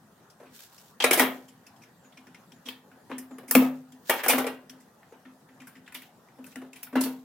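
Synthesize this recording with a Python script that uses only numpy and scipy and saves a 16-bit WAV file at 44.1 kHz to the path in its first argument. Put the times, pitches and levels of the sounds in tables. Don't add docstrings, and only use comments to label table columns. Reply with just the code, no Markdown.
import sys
import numpy as np
from scipy import signal
from scipy.fft import rfft, irfft, next_fast_len
from scipy.io import wavfile
from scipy.ndimage import uniform_filter1d, map_coordinates

SR = 44100
rng = np.random.default_rng(int(sys.argv[2]) if len(sys.argv) > 2 else 0)


def digitize_waveform(pressure):
    field = np.atleast_2d(pressure).T
    bounded = np.clip(field, -1, 1)
    quanta = np.round(bounded * 32767).astype(np.int16)
    wavfile.write(sys.argv[1], SR, quanta)


N = 319284

# freq_hz, t60_s
ROOM_DECAY = [(250, 0.53), (1000, 0.32), (3000, 0.32), (7000, 0.12), (14000, 0.28)]
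# freq_hz, gain_db
ECHO_COLOUR = [(450, -1), (1300, 0.5), (2300, -0.5), (7000, -1.5)]
# freq_hz, correlation
ECHO_CORRELATION = [(200, 0.44), (400, 0.94), (700, .85), (2000, 0.38), (5000, 0.32), (14000, 0.14)]
# freq_hz, correlation
NOISE_CORRELATION = [(60, 0.9), (180, 0.98), (550, 0.77), (1650, 0.32), (4970, 0.056), (15000, 0.29)]
# freq_hz, correlation
DIRECT_CORRELATION = [(300, 0.97), (1000, 1), (2500, 0.91), (4000, 0.032), (14000, 0.031)]
# freq_hz, left_minus_right_db
MIC_BALANCE = [(60, -2.5), (180, 1.5), (550, 1.5), (1650, 1.5), (4970, -1.5), (15000, 0.5)]
# time_s, level_db
HUM_LEVEL = [(0, -59.5), (2, -58.5), (5, -58.5), (7.24, -61.5)]
# freq_hz, relative_density_db
HUM_SPECTRUM = [(15, -77), (25, -42.5), (131, -2.5), (226, -0.5), (296, -9), (349, -8), (538, -8.5),
                (617, -11), (787, -12.5), (952, -11.5), (1930, -16.5), (2090, -25.5), (5570, -28),
                (14800, -30.5), (16500, -47)]
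# start_s, length_s, start_hz, end_hz, level_db
BIRD_CALLS = [(1.95, 0.072, 7400, 7550, -67), (2.015, 0.079, 7240, 6500, -59),
              (2.45, 0.12, 7830, 7250, -70), (2.517, 0.064, 7450, 6620, -61),
              (3.279, 0.085, 7430, 6500, -57.5), (5.071, 0.073, 7140, 6030, -63.5),
              (5.517, 0.063, 7500, 6280, -66)]
# freq_hz, relative_density_db
RUSTLE_SPECTRUM = [(880, -44.5), (1500, 0.5), (2060, -7.5), (3690, -2), (7460, -3.5), (9560, -8),
                   (13000, -4), (16000, -6)]
# time_s, level_db
SLEEVE_LEVEL = [(.33, -76), (.5, -71), (.55, -49.5), (.6, -50.5), (.62, -55), (.64, -49.5), (.69, -62),
                (.82, -57), (.89, -56), (.96, -69)]
# start_s, hold_s, level_db
STEEL_SLIDES = [(1.202, 0.025, -39), (1.282, 0.18, -64), (2.68, 0, -54.5), (3.564, 0.044, -41),
                (3.757, 0.0082, -67), (4.089, 0.083, -45.5), (4.336, 0.043, -38.5), (5.981, 0, -53),
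                (6.474, .05, -58.5), (6.756, 0.059, -60), (7.019, .02, -42)]
# pitch_hz, relative_db, t60_s
STACK_MODES = [(258.1, -6.5, 0.44), (245, -25, .3), (220, -14.5, 0.29), (153, -26.5, 0.71),
               (324, -17.5, 0.29), (360.7, -16.5, 0.2), (30, -38.5, 0.24)]
# pitch_hz, relative_db, t60_s
WOOD_MODES = [(366, 3, 0.12), (462, 6, 0.082), (503, 3.5, 0.076), (586, -5.5, 0.053), (662, -12.5, .06),
              (830, -4.5, 0.018), (977, -8, 0.091), (1300, -6.5, .06)]
# pitch_hz, relative_db, t60_s
PART_MODES = [(5720, -5.5, 0.074), (7330, -5.5, 0.093), (8070, -6, 0.053), (9200, -3.5, 0.042),
              (10470, -3.5, 0.087), (11100, -1.5, 0.073), (12400, -7, .05), (13000, -5.5, 0.046),
              (13470, -6, .06), (14700, -3, .07), (15100, -3, .06)]
# pitch_hz, relative_db, t60_s
BAR_MODES = [(1460, -3, .06), (1770, -3, .05), (1980, -4, .05), (2180, -3, .05), (2420, -2, .06),
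             (2610, -3, .05), (2880, -6, .05), (3170, -2, .05), (3690, -7, .05), (4300, -9, .04)]
# freq_hz, relative_density_db
CRACK_SPECTRUM = [(3000, -34), (5000, 5.5), (7000, 1), (10000, 2.5), (15000, 0), (17000, -10.5)]
# start_s, boom_db, knock_db, knock_hz
STACK_NUDGES = [(.399, -55, -47.5, 513), (.412, -70, -53.5, 430), (.428, -68, -48, 450),
                (.455, -70, -54, 480), (2.671, -38.5, -46, 453), (3.096, -38.5, -42, 362),
                (3.105, -58, -41.5, 1020), (3.308, -36.5, -45.5, 358), (3.43, -45, -48.5, 364),
                (4.729, -49.5, -54, 440), (5.12, -52.5, -47, 417), (6.384, -38.5, -50, 460),
                (6.615, -49.5, -42, 368), (6.927, -28, -40, 480), (7.058, -37, -35, 466)]
# start_s, clank_db, boom_db, jingle_db, clank_hz, jingle_hz, rise_s
SCREW_TICKS = [(0.299, -63, -75, -54.5, 3400, 4700, 0.0043), (0.41, -83, -70, -80, 2420, 4730, .006),
               (.453, -58, -52, -75, 2450, 4730, 0.0099), (0.46, -69, -73, -79, 1700, 4730, .006),
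               (.59, -50, -65, -80, 3720, 4610, .001), (.779, -57, -87, -49.5, 2880, 5300, 0.0031),
               (1.48, -54.5, -55, -54, 3030, 7100, 0.0065), (1.665, -53, -56.5, -50, 2570, 5100, 0.0033),
               (1.76, -61.5, -71, -62, 3250, 4960, 0.0042), (1.817, -56.5, -73, -57, 2400, 5760, 0.0066),
               (1.834, -53, -59.5, -58, 2290, 5800, 0.0031), (2.044, -57, -53, -67, 1536, 6530, 0.0052),
               (2.122, -55, -77, -71, 3400, 7140, 0.0037), (2.171, -47, -48, -54.5, 2400, 5660, 0.0035),
               (2.268, -50.5, -56, -58.5, 1490, 5150, 0.0026), (2.345, -45, -60, -55, 2100, 4970, 0.0023),
               (2.519, -51.5, -51, -54.5, 3330, 5440, 0.002), (2.654, -41.5, -40, -47, 3300, 5700, 0.011),
               (2.686, -29.5, -55, -38, 3280, 15000, 0.0013),
               (2.914, -53.5, -52.5, -77, 1450, 4600, 0.0028), (3.181, -45, -37, -35, 1820, 9600, 0.003),
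               (3.478, -49, -38.5, -42.5, 2120, 9600, 0.01), (3.92, -54.5, -44.5, -54, 3300, 7100, 0.0029),
               (4.695, -45.5, -46, -43, 3330, 5100, 0.002), (4.8, -63.5, -78, -58, 1980, 7550, 0.0084),
               (5.029, -54, -67, -79.5, 1840, 11400, 0.0022),
               (5.251, -49.5, -43.5, -75.5, 1790, 6080, 0.0044),
               (5.487, -54, -51.5, -72.5, 1860, 10640, 0.003),
               (5.601, -48.5, -43.5, -57, 2420, 6570, 0.0025), (5.617, -47.5, -64, -56, 1810, 6600, 0.0019),
               (5.669, -47.5, -59, -46.5, 1510, 11800, 0.0059), (5.752, -50, -48, -62, 1900, 5100, 0.0033),
               (5.767, -53, -63, -62, 1800, 7000, 0.0017), (5.862, -53, -81, -65, 3420, 7200, 0.0026),
               (5.876, -45, -77, -59, 1820, 7140, 0.0023), (5.922, -44, -65, -50.5, 1920, 10400, 0.002),
               (5.944, -41.5, -53, -37, 2200, 13300, 0.0039), (5.947, -39, -50, -49, 3600, 4960, 0.0028),
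               (5.952, -40, -52, -47.5, 2900, 13150, 0.0053),
               (6.019, -49, -77.5, -48.5, 2000, 15800, .0022), (6.027, -50, -53, -65, 2790, 9000, .004),
               (5.879, -52, -73, -65, 2650, 7060, 0.0019), (6.284, -57.5, -61.5, -69, 2220, 6030, 0.0032),
               (6.442, -47, -62, -48.5, 2610, 13400, 0.001), (6.463, -52.5, -64, -47.5, 1510, 9500, 0.0035),
               (6.522, -54, -63, -75, 2680, 7260, 0.0014), (6.73, -46, -49.5, -49, 2620, 6900, 0.0027),
               (6.757, -47, -68, -49.5, 2540, 10080, 0.0062), (6.829, -43, -51, -33.5, 2570, 15200, .0027),
               (6.868, -44, -57, -60, 1450, 15200, 0.0017)]
# start_s, clank_db, boom_db, knock_db, jingle_db, knock_hz, clank_hz, jingle_hz, rise_s
CLAMP_BLOWS = [(1.001, -21, -56, -31.5, -36, 817, 3156, 6400, 0.004),
               (1.021, -21.5, -37, -37, -32.5, 880, 3204, 6040, .004),
               (1.04, -12.5, -31, -15.5, -17, 482, 2200, 8970, 0.003),
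               (1.109, -14.5, -42, -19.5, -16.5, 386, 2273, 9470, 0.0028),
               (1.13, -21.5, -51, -24.5, -15, 700, 3180, 12950, .004),
               (1.172, -24.5, -60.5, -22, -26, 384, 2230, 10100, 0.0082),
               (1.194, -13.5, -19, -18.5, -15, 850, 1923, 13950, .0038),
               (1.213, -26.5, -50, -21, -27.5, 427, 1840, 15100, 0.0074),
               (3.114, -35, -29, -34.5, -62.5, 1053, 1715, 15030, .0017),
               (3.383, -43, -52.5, -42.5, -47, 388, 1572, 10930, 0.0021),
               (3.51, -26.5, -35, -33, -13, 1090, 1787, 14360, 0.0016),
               (3.551, -11, -6.5, -11.5, -10.5, 514, 2286, 14760, 0.00097),
               (3.617, -43, -51.5, -27, -44.5, 533, 2060, 12000, 0.0057),
               (4.095, -16.5, -37, -18, -18, 600, 1840, 14630, 0.0036),
               (4.136, -32, -52.5, -35, -38, 616, 1500, 13680, 0.0033),
               (4.158, -53, -49, -41, -52.5, 850, 1480, 11780, 0.0019),
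               (4.187, -31.5, -58, -40, -48, 863, 1800, 5000, .008),
               (4.233, -26.5, -56, -34.5, -29.5, 560, 1700, 15000, 0.0072),
               (4.261, -30, -36, -23.5, -30, 830, 1750, 11100, 0.0026),
               (4.282, -23, -44, -28, -14, 480, 2190, 14500, 0.0041),
               (4.292, -17.5, -29.5, -22.5, -17.5, 800, 2405, 11210, 0.0078),
               (4.322, -28.5, -36.5, -26.5, -33, 560, 2413, 10340, 0.0031),
               (4.333, -22, -19, -25.5, -36, 790, 1470, 10240, .0025),
               (4.38, -29, -32, -20, -25.5, 386, 2040, 13820, .004),
               (4.442, -35.5, -60, -28.5, -44.5, 500, 2280, 14270, 0.0016),
               (4.465, -32, -44, -28.5, -34.5, 390, 2340, 9260, 0.0044),
               (6.557, -38.5, -33, -43.5, -42, 650, 1820, 8430, .0016),
               (6.954, -27, -15.5, -21.5, -41, 475, 1640, 15200, 0.0044),
               (7.008, -35, -47, -44, -24, 400, 4250, 11100, .004),
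               (7.034, -33.5, -22, -44.5, -30, 477, 4530, 13410, .0053)]

HOLLOW_HZ, HOLLOW_WIDTH_HZ, HOLLOW_DB, HOLLOW_SWING_DB = 763, 250, -71.5, 4
SLIDE_RISE_DB_PER_S, SLIDE_FALL_DB_PER_S, CLOTH_FLOOR_DB = 397, 157, -75
NUDGE_CLANK_HZ, NUDGE_JINGLE_HZ, NUDGE_RISE_S = 1717, 9000, 0.0047
NUDGE_CLANK_DB, NUDGE_JINGLE_DB = -24.5, -18
TICK_KNOCK_HZ, TICK_KNOCK_DB = 1000, -15
TICK_RING_DB, BLOW_RING_DB, DIFFUSE_RING_DB = 8, 4, -12
ROOM_DB, ROOM_DELAY_S = -2, .004
BAR_TOP_HZ, BAND_LIMIT_HZ = 3830, 15880


def amp(db):
    return 10 ** (np.asarray(db) / 20)


def unit_rms(x):
    return x / np.sqrt(np.mean(x ** 2) + 1e-20)


def at_hz(table, hz):
    freq_hz, values = np.transpose(table)
    return np.interp(np.log(hz + 1), np.log(freq_hz + 1), values)


def envelope(table):
    time_s, values = np.transpose(table)
    return np.interp(np.arange(N) / SR, time_s, values)


def wobble(rate_hz):
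    knots = rng.standard_normal(int(N * rate_hz / SR) + 4)
    return map_coordinates(knots, [np.arange(N) * rate_hz / SR])


def resonance(hz, centre_hz, width_hz):
    return 1j * hz * width_hz / (centre_hz ** 2 - hz ** 2 + 1j * hz * width_hz)


def filtered(x, response):
    n = x.shape[-1]
    size = next_fast_len(n + 4096)
    return irfft(rfft(x, size) * response(np.fft.rfftfreq(size, 1 / SR)), size)[..., :n]


def stereo(a, b, correlation):
    angle = lambda hz: np.arccos(np.clip(at_hz(correlation, hz), -1, 1)) / 2
    mid = filtered(a, lambda hz: np.cos(angle(hz)))
    side = filtered(b, lambda hz: np.sin(angle(hz)))
    return np.array([mid + side, mid - side])


def patchy_noise(spectrum, patch_db):
    bins = signal.stft(rng.standard_normal((2, N)), nperseg=512)[2]
    patches = uniform_filter1d(uniform_filter1d(rng.standard_normal(bins.shape[1:]), 5, 0), 10, 1)
    pair = signal.istft(bins * amp(patch_db * unit_rms(patches)), nperseg=512)[1][:, :N]
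    coloured = filtered(pair, lambda hz: amp(at_hz(spectrum, hz)))
    return unit_rms(stereo(*coloured, NOISE_CORRELATION))


def room_responses(count):
    hz, t, bins = signal.stft(rng.standard_normal((2, count, SR // 2)), SR, nperseg=256)
    decay = amp(-60 * t / at_hz(ROOM_DECAY, hz)[:, None])
    tails = stereo(*signal.istft(bins * decay, SR, nperseg=256)[1], ECHO_CORRELATION)
    mean_energy = np.sum(tails ** 2) / (2 * count)
    return filtered(tails, lambda hz: amp(at_hz(ECHO_COLOUR, hz))) / np.sqrt(mean_energy)


def workshop_hum():
    waver_db = .8 * wobble(rate_hz=5)
    hollow = filtered(rng.standard_normal(N), lambda hz: resonance(hz, HOLLOW_HZ, HOLLOW_WIDTH_HZ) ** 2)
    hum = amp(envelope(HUM_LEVEL) + waver_db) * patchy_noise(HUM_SPECTRUM, patch_db=2.5)
    return hum + amp(HOLLOW_DB + HOLLOW_SWING_DB * wobble(rate_hz=9)) * unit_rms(hollow)


def bird():
    calls = np.zeros(N)
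    husk_hz = 250 * wobble(rate_hz=410)
    for start_s, length_s, start_hz, end_hz, level_db in BIRD_CALLS:
        start, n = round(start_s * SR), round(length_s * SR)
        progress = np.linspace(0, 1, n)
        pitch_hz = start_hz + (end_hz - start_hz) * progress + husk_hz[start:][:n]
        whistle = np.sin(2 * np.pi * np.cumsum(pitch_hz) / SR)
        calls[start:][:n] += amp(level_db) * np.sin(np.pi * progress) * whistle
    return signal.fftconvolve(calls[None], room_responses(1)[:, 0], axes=1)[:, :N]


def rustle():
    t = np.arange(N) / SR
    sweeping = (t > SLEEVE_LEVEL[0][0]) & (t < SLEEVE_LEVEL[-1][0])
    power = amp(CLOTH_FLOOR_DB) ** 2 + amp(envelope(SLEEVE_LEVEL)) ** 2 * sweeping
    for start_s, hold_s, level_db in STEEL_SLIDES:
        before_db = SLIDE_RISE_DB_PER_S * np.maximum(start_s - t, 0)
        after_db = SLIDE_FALL_DB_PER_S * np.maximum(t - start_s - hold_s, 0)
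        power += amp(level_db - before_db - after_db) ** 2
    grain = amp(2 * wobble(rate_hz=40) + 2 * wobble(rate_hz=300))
    return np.sqrt(power) * unit_rms(grain * patchy_noise(RUSTLE_SPECTRUM, patch_db=0.5))


def ring(modes, t, rise_s, favoured_hz):
    hz, db, t60_s = np.transpose(modes)[..., None]
    gain = amp(db + 2.5 * rng.standard_normal(db.shape))
    gain *= .2 + np.abs(resonance(hz, favoured_hz, .12 * favoured_hz))
    sign = (-1) ** np.arange(len(modes))[:, None]
    waves = sign * gain * amp(-60 * t / t60_s) * np.sin(2 * np.pi * hz * t)
    onset = 1 - np.exp(-(t / rise_s) ** 2)
    return waves.sum(0) * onset / np.linalg.norm(gain)


def impact(t, clank_db, knock_db, jingle_db, knock_hz, clank_hz, jingle_hz, rise_s, ring_db):
    burst = t / rise_s * np.exp(1 - t / rise_s)
    burst += 0.35 * (1 - np.exp(-t / rise_s)) * np.exp(-t / .009)
    chatter = burst * rng.standard_normal((3, len(t)))
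    at_burst_energy = lambda x: x / np.sqrt(np.sum(x ** 2) / np.sum(burst ** 2))
    steel_ring = amp(ring_db)
    wood_ring = min(steel_ring, 1)
    top_hz = max(BAR_TOP_HZ, clank_hz)

    def bar(hz):
        struck = steel_ring * resonance(hz, clank_hz, 180) + .45
        lowpass = 1 / (1 - (hz / top_hz) ** 2 + 1.2j * hz / top_hz)
        return struck * resonance(hz, clank_hz, 1.92 * clank_hz) ** 2 * lowpass

    def parts(hz):
        broad = 2.1 * resonance(hz, jingle_hz, 0.86 * jingle_hz)
        narrow = 1.5 * steel_ring * resonance(hz, jingle_hz, 300)
        return amp(at_hz(CRACK_SPECTRUM, hz)) * (0.081 + broad + narrow)

    def wood(hz):
        return (wood_ring * resonance(hz, knock_hz, 120) + 0.26) * resonance(hz, 678, 1300) ** 2

    scrape = at_burst_energy(filtered(chatter[0], bar))
    crack = at_burst_energy(filtered(chatter[1], parts))
    thud = at_burst_energy(filtered(chatter[2], wood))
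    clank = 0.56 * scrape + .5 * steel_ring * ring(BAR_MODES, t, rise_s, clank_hz)
    jingle = 0.64 * crack + 0.47 * steel_ring * ring(PART_MODES, t, rise_s, jingle_hz)
    knock = 0.68 * thud + wood_ring * ring(WOOD_MODES, t, rise_s, knock_hz)
    return amp(clank_db) * clank + amp(jingle_db) * jingle + amp(knock_db) * knock


def contacts():
    for start_s, clank_db, boom_db, *rest in CLAMP_BLOWS:
        yield start_s, boom_db, BLOW_RING_DB, (clank_db, *rest)
    for start_s, clank_db, boom_db, jingle_db, clank_hz, jingle_hz, rise_s in SCREW_TICKS:
        levels_db = clank_db, clank_db + TICK_KNOCK_DB, jingle_db
        pitches_hz = TICK_KNOCK_HZ, clank_hz, jingle_hz
        yield start_s, boom_db, TICK_RING_DB, (*levels_db, *pitches_hz, rise_s)
    for start_s, boom_db, knock_db, knock_hz in STACK_NUDGES:
        levels_db = knock_db + NUDGE_CLANK_DB, knock_db, knock_db + NUDGE_JINGLE_DB
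        pitches_hz = knock_hz, NUDGE_CLANK_HZ, NUDGE_JINGLE_HZ
        yield start_s, boom_db, BLOW_RING_DB, (*levels_db, *pitches_hz, NUDGE_RISE_S)


def clamps():
    mid, side, room = np.zeros(N + SR), np.zeros(N + SR), np.zeros((2, N + 2 * SR))
    boom_t, t = np.arange(SR // 2) / SR, np.arange(SR // 8) / SR
    events = list(contacts())
    tails = room_responses(len(events))
    for k, (start_s, boom_db, ring_db, settings) in enumerate(events):
        start = round(start_s * SR)
        mid[start:][:len(t)] += impact(t, *settings, ring_db)
        boom = ring(STACK_MODES, boom_t, rise_s=0.0085, favoured_hz=STACK_MODES[0][0])
        mid[start:][:len(boom)] += amp(boom_db) * boom
        side[start:][:len(t)] += impact(t, *settings, ring_db)
        diffuse = impact(t, *settings, DIFFUSE_RING_DB)
        echo = signal.fftconvolve(amp(ROOM_DB) * diffuse[None], tails[:, k], axes=1)
        room[:, round((start_s + ROOM_DELAY_S) * SR):][:, :echo.shape[1]] += echo
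    return stereo(mid[:N], side[:N], DIRECT_CORRELATION) + room[:, :N]


def scene():
    return clamps() + rustle() + workshop_hum() + bird()


def record(dry):
    split = np.array([[.5], [-.5]])
    balanced = filtered(dry, lambda hz: amp(at_hz(MIC_BALANCE, hz) * split))
    clipped = balanced / (1 + np.abs(balanced / .9) ** 6) ** (1 / 6)
    return filtered(clipped, lambda hz: hz < BAND_LIMIT_HZ)


dry = scene()
out = record(dry)
digitize_waveform(out)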